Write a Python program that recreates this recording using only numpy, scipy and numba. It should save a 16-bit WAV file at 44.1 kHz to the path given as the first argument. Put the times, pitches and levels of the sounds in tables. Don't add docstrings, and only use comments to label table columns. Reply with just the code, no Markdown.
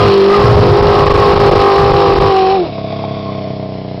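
import sys
import numpy as np
from scipy import signal
from scipy.fft import rfft, irfft
from scipy.io import wavfile
from scipy.ndimage import uniform_filter1d, map_coordinates
from numba import njit

SR = 44100
rng = np.random.default_rng(int(sys.argv[2]) if len(sys.argv) > 2 else 0)


def dump_mix(stems):
    frames = np.atleast_2d(stems).T
    limited = np.clip(frames, -1, 1)
    pcm = np.round(limited * 32767).astype(np.int16)
    wavfile.write(sys.argv[1], SR, pcm)


N = 176400

# (time [s], four-stroke cycle rate [Hz])
CYCLE_RATE = [(0.0, 51.05), (0.19, 48.75), (0.4, 51.32), (1.5, 50.4), (1.7, 49.34), (1.88, 50.11),
              (2.23, 49.58), (2.41, 47.24), (2.55, 48.4), (2.57, 47.58), (2.63, 42.9), (2.72, 33.46),
              (2.74, 33.28), (3.02, 33.81), (3.16, 33.9), (3.29, 32.74), (3.56, 32.38), (4.0, 30.8)]
# (time [s], firing note [dB], octave [dB], growl [dB], bank note [dB])
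ROAR_LEVELS = [(0, -11, -26, -9, -21), (.2, -5.5, -45, -17.5, -16.5), (.4, -8.5, -21.5, -9.5, -17.5),
               (.9, -9, -22, -10.5, -29.5), (1.55, -8, -14, -9.5, -28.5), (1.7, -9.5, -12.5, -12, -34.5),
               (2.25, -11, -16, -11.5, -37), (2.38, -11, -10, -22.5, -29),
               (2.55, -11.5, -11.5, -20.5, -26.5), (2.62, -12, -24, -24.5, -25), (2.67, -31, -28, -22, -30),
               (2.76, -57.5, -65, -53.5, -64), (4, -78, -85, -83, -88.5)]
# (order [x cycle rate], relative level [dB])
GROWL_ORDERS = [(1, -14.5), (2, -6), (3, -6), (5, -18.5), (6, -10), (7, 1), (9, -4), (10, 2), (11, -4.5),
                (12, -4.5), (13, -9.5), (14, -3.5), (15, -3.5), (17, -7.5), (18, -7.5), (19, -9.5),
                (20, -5), (25, -9.5), (26, -12)]
# (order [x cycle rate], relative level [dB])
RASP_ORDERS = [(21, 0.5), (22, -5.5), (23, -3), (24, -3.5), (25, -5.5)]
# (time [s], level [dB])
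RASP_LEVEL = [(0, -20), (.2, -21), (.48, -19.5), (.75, -27), (.95, -17), (1.2, -15.5), (1.5, -19.5),
              (1.7, -13.5), (1.9, -19.5), (2.3, -16.5), (2.52, -26), (2.7, -53), (4, -78.5)]
# (frequency [Hz], relative level [dB])
GAS_SPECTRUM = [(100, -15.5), (250, -7), (430, 2), (620, -10.5), (800, -6), (1250, -13), (1500, -21.5),
                (5000, -22)]
# (time [s], thump [dB], low ring [dB], high ring [dB])
DRONE_LEVELS = [(0, -73, -76, -66), (2.6, -52, -36, -59), (2.71, -22.5, -24.5, -41.5), (3.0, -21, -26, -34),
                (3.28, -20.5, -27.5, -31), (3.47, -21.5, -26, -41.5), (3.83, -22.5, -32.5, -47.5),
                (4, -23, -30.5, -52)]
# (position [cycles], relative level [dB])
BEATS = [(0, -6.5), (0.308, -12.5), (0.638, -12)]
# (frequency [Hz], relative level [dB])
BODY_SPECTRUM = [(30, -21), (66, -18), (98, -4.5), (130, 7.5), (163, 0), (198, -1.5), (232, -9.5),
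                 (262, -3.5), (350, -10.5), (430, -6.5), (560, -14), (800, -13), (950, -19.5), (1400, -48),
                 (5000, -61)]
# (frequency before sag [Hz], width per stage [Hz])
PIPE_RINGS = [(668, 110), (1115, 55)]
# (time [s], peak [dB])
POPS = [(2.781, -15), (2.925, -11), (2.992, -19), (3.039, -9.5)]
# (frequency [Hz], relative level [dB])
POP_SPECTRUM = [(300, -31.5), (700, 6.5), (900, -2), (1150, -18), (1450, -29), (4000, -53)]
# (time [s], pitch [Hz], level [dB])
SQUEAL = [(0, 1200, -7), (.16, 1220, -46), (.26, 1235, -26), (.34, 1250, -9.5), (.4, 1255, -21),
          (.44, 1070, -13.5), (.72, 1080, -27), (.95, 1080, -19.5), (1.17, 1100, -10.5), (1.4, 1110, -19.5),
          (1.7, 1150, -17.5), (1.82, 1190, -19), (2.1, 1120, -22.5), (2.33, 1130, -27.5), (2.68, 1080, -45),
          (4, 1050, -72)]
# (time [s], level [dB])
HISS_LEVEL = [(0, -16.5), (.7, -25.5), (1.2, -19.5), (1.9, -21.5), (2.5, -21), (2.68, -35), (3.02, -32),
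              (3.3, -34.5), (3.55, -39), (4, -42)]
# (frequency [Hz], relative level [dB])
HISS_SPECTRUM = [(300, -11.5), (1000, -2), (1600, -4), (2200, 1.5), (2800, -2.5), (3400, 1), (4600, -5),
                 (5500, -4.5)]
# (time [s], lag [ms])
REFLECTION_LAG = [(0, 0.71), (2.5, .72), (2.75, .8), (3.05, 0.85), (3.4, 0.895), (3.75, 0.947), (4, 0.99)]
# (start [s], end [s], rumble [dB], buffeting [dB])
GUSTS = [(-.05, 0.097, -12, -6.5), (0.393, 0.742, -6.5, -5), (0.794, 0.924, -8, -8),
         (.95, 1.597, -8, -17.5), (1.786, 1.988, -8, -16.5), (2.062, 2.288, -12, -20)]
# (frequency [Hz], relative level [dB])
WIND_SPECTRUM = [(15, 3.5), (50, 6), (80, -2), (120, -5), (170, -10.5), (260, -17), (600, -17),
                 (2000, -46.5)]
# (frequency [Hz], relative level [dB])
BUFFET_SPECTRUM = [(30, -19.5), (70, -9.5), (110, 0), (150, -8), (250, -22.5), (1000, -57)]
# (time [s], peak [dB])
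SLAPS = [(0.521, 0), (0.817, 0.5), (1.053, 6.5), (1.094, 8.5), (1.133, 7), (1.17, 6), (1.35, 6), (1.39, 8),
         (1.507, 7), (1.547, 6.5), (1.586, 6), (1.926, 7), (2.148, 4.5), (2.194, 7.5)]
# (frequency [Hz], relative level [dB])
AIR_SPECTRUM = [(15, 1.5), (35, -5), (55, -6.5), (90, -14.5), (300, -30)]


def undb(db):
    return 10 ** (np.asarray(db) / 20)


def unit(x):
    return x / np.sqrt(np.mean(x ** 2))


def curve(table, column=1):
    rows = np.array(table)
    return np.interp(np.arange(N) / SR, rows[:, 0], rows[:, column])


def walk(rate_hz):
    hold = max(int(SR / rate_hz), 1)
    steps = rng.standard_normal(4096)[:N // hold + 1]
    return unit(uniform_filter1d(np.repeat(steps, hold)[:N], hold))


def colour(x, spectrum):
    rows, size = np.array(spectrum), 2 * N
    hz = np.maximum(np.fft.rfftfreq(size, 1 / SR), 1)
    gain_db = np.interp(np.log(hz), np.log(rows[:, 0]), rows[:, 1])
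    cepstrum = irfft(np.log(undb(gain_db)))
    cepstrum[1:N] *= 2
    cepstrum[N + 1:] = 0
    return irfft(rfft(x, size) * np.exp(rfft(cepstrum)))[:N]


def noise(spectrum):
    return unit(colour(rng.standard_normal(N), spectrum))


@njit
def resonate(x, hz, width_hz):
    y, band, low = np.empty(len(x)), 0., 0.
    for i in range(len(x)):
        g, damping = np.tan(np.pi * hz[i] / SR), width_hz / hz[i]
        v = (band + g * (x[i] + 1e-18 - low)) / (1 + g * (g + damping))
        band, low, y[i] = 2 * v - band, low + 2 * g * v, damping * v
    return y


def orders(cycle_rad, table, waver_db=2.5, waver_rad=0.48):
    out = np.zeros(N)
    for order, db in table:
        gain = undb(db + waver_db * walk(14))
        out += gain * np.sin(order * cycle_rad + 2 * np.pi * rng.random() + waver_rad * walk(18))
    return unit(out)


def roar(cycles, uneven_rad=0.17, waver_db=0.52, gas_db=-3):
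    cycle_rad = 2 * np.pi * cycles
    firing_rad = 8 * cycle_rad + uneven_rad * np.sin(cycle_rad)
    note = undb(curve(ROAR_LEVELS, 1) + waver_db * walk(25)) * unit(np.sin(firing_rad))
    octave_gain = undb(curve(ROAR_LEVELS, 2) + waver_db * walk(25))
    octave = octave_gain * unit(np.sin(2 * firing_rad + 0.21 * walk(33)))
    bank = undb(curve(ROAR_LEVELS, 4) + waver_db * walk(27)) * unit(np.sin(firing_rad / 2))
    gas = noise(GAS_SPECTRUM) * (1 + .5 * np.sin(firing_rad))
    growl = undb(curve(ROAR_LEVELS, 3)) * (orders(cycle_rad, GROWL_ORDERS) + undb(gas_db) * gas)
    rasp = undb(curve(RASP_LEVEL)) * orders(cycle_rad, RASP_ORDERS)
    return note + octave + bank + growl + rasp


def exhaust_pulses(cycles, jitter_s=.00011, scatter_db=1.2):
    pulses, starts = np.zeros(N), np.arange(int(cycles[-1]) + 1)
    for position, db in BEATS:
        jitter, scatter = rng.standard_normal((256, 2))[starts].T
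        due = np.interp(starts + position, cycles, np.arange(N), right=2 * N)
        at = (due + jitter_s * SR * jitter).astype(int)
        inside = (at >= 0) & (at < N)
        pulses[at[inside]] += undb(db + scatter_db * scatter[inside])
    return pulses


def drone(cycles, ring_lag_s=0.00191, ring_waver_db=1.5, sag_per_s=0.034, sag_start_s=2.2):
    pulses = exhaust_pulses(cycles)
    delayed = np.roll(pulses, int(ring_lag_s * SR))
    sag = 1 - sag_per_s * np.maximum(np.arange(N) / SR - sag_start_s, 0)
    layers = [(colour(pulses, BODY_SPECTRUM), 0)]
    for hz, width_hz in PIPE_RINGS:
        ring = resonate(delayed, hz * sag, float(width_hz))
        ring = resonate(ring, hz * sag, float(width_hz))
        layers.append((ring, ring_waver_db))
    thump_db = curve(DRONE_LEVELS)
    coasting = thump_db > thump_db.max() - 10
    out = np.zeros(N)
    for column, (layer, waver_db) in enumerate(layers, 1):
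        gain = undb(curve(DRONE_LEVELS, column) + waver_db * walk(45))
        out += gain * layer / np.std(layer[coasting])
    return out


def pops(decay_s=0.0016):
    t, out = np.arange(N) / SR, np.zeros(N)
    for at_s, db in POPS:
        burst = rng.standard_normal(N) * (t >= at_s) * np.exp(-np.abs(t - at_s) / decay_s)
        pop = colour(burst, POP_SPECTRUM)
        out += undb(db) * pop / np.max(np.abs(pop))
    return out


def tyres(cycles, wander_hz=24.15, rough_db=1.5, flicker_db=2):
    throb = np.cos(2 * np.pi * cycles - 1)
    pitch_hz = curve(SQUEAL) + wander_hz * (walk(150) + 0.626 * walk(20))
    tone = np.sin(2 * np.pi * np.cumsum(pitch_hz) / SR)
    squeal = unit(tone * undb(rough_db * walk(180)) * (1 + 0.14 * throb))
    hiss = noise(HISS_SPECTRUM) * (1 + 0.12 * throb) * undb(flicker_db * walk(120))
    lag_samples = curve(REFLECTION_LAG) * SR / 1000
    reflected = map_coordinates(hiss, [np.arange(N) - lag_samples], order=1)
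    return undb(curve(SQUEAL, 2)) * squeal + undb(curve(HISS_LEVEL)) * (hiss + .5 * reflected)


def wind(edge_s=0.057, slap_s=0.0078, turbulence_db=-22, breeze_db=-25.5, calm_db=-42.5, air_db=-32):
    t = np.arange(N) / SR
    rumble, buffet = np.zeros((2, N))
    for start_s, end_s, rumble_db, buffet_db in GUSTS:
        gate = np.clip(np.minimum(t - start_s, end_s - t) / edge_s + .5, 0, 1)
        rumble += undb(rumble_db) * gate
        buffet += undb(buffet_db) * gate
    note_db = curve(ROAR_LEVELS)
    breeze = undb(breeze_db + note_db - note_db.max()) + undb(calm_db)
    slaps = sum(undb(db) * np.exp(-((t - at_s) / slap_s) ** 2) for at_s, db in SLAPS)
    slaps *= 1 + undb(turbulence_db) * noise(HISS_SPECTRUM)
    gusts = (rumble + breeze) * noise(WIND_SPECTRUM) + buffet * noise(BUFFET_SPECTRUM)
    return gusts + slaps + undb(air_db) * noise(AIR_SPECTRUM)


def scene():
    cycle_hz = curve(CYCLE_RATE) * (1 + 0.00519 * walk(39.9))
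    cycles = np.cumsum(cycle_hz) / SR
    return (roar(cycles) + drone(cycles) + tyres(cycles) + pops() + wind())[None]


def record(dry):
    mic_limit, amp_limit, knee, full_scale = 1.59, 0.82, 4.8, 0.694
    bass_cut_hz, band_hz, converter_hz, top_hz = 71.3, 5477, 11025, 15900
    spit_db = -47
    x = mic_limit * np.tanh(dry / mic_limit)
    x = signal.sosfilt(signal.butter(2, bass_cut_hz, "high", fs=SR, output="sos"), x)
    x = x / (1 + np.abs(x / amp_limit) ** knee) ** (1 / knee)
    band_limit = signal.firwin(161, band_hz, window="blackman", fs=SR)
    x = signal.fftconvolve(x, band_limit[None], mode="same")
    clipped = np.clip(x, -full_scale, full_scale)
    carrier = np.cos(2 * np.pi * converter_hz * np.arange(N) / SR)
    spits = clipped * (clipped / full_scale) ** 8 * carrier
    top_cut = signal.ellip(8, .2, 70, top_hz, fs=SR, output="sos")
    return signal.sosfilt(top_cut, clipped + undb(spit_db) * spits)


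dry = scene()
out = record(dry)
dump_mix(out)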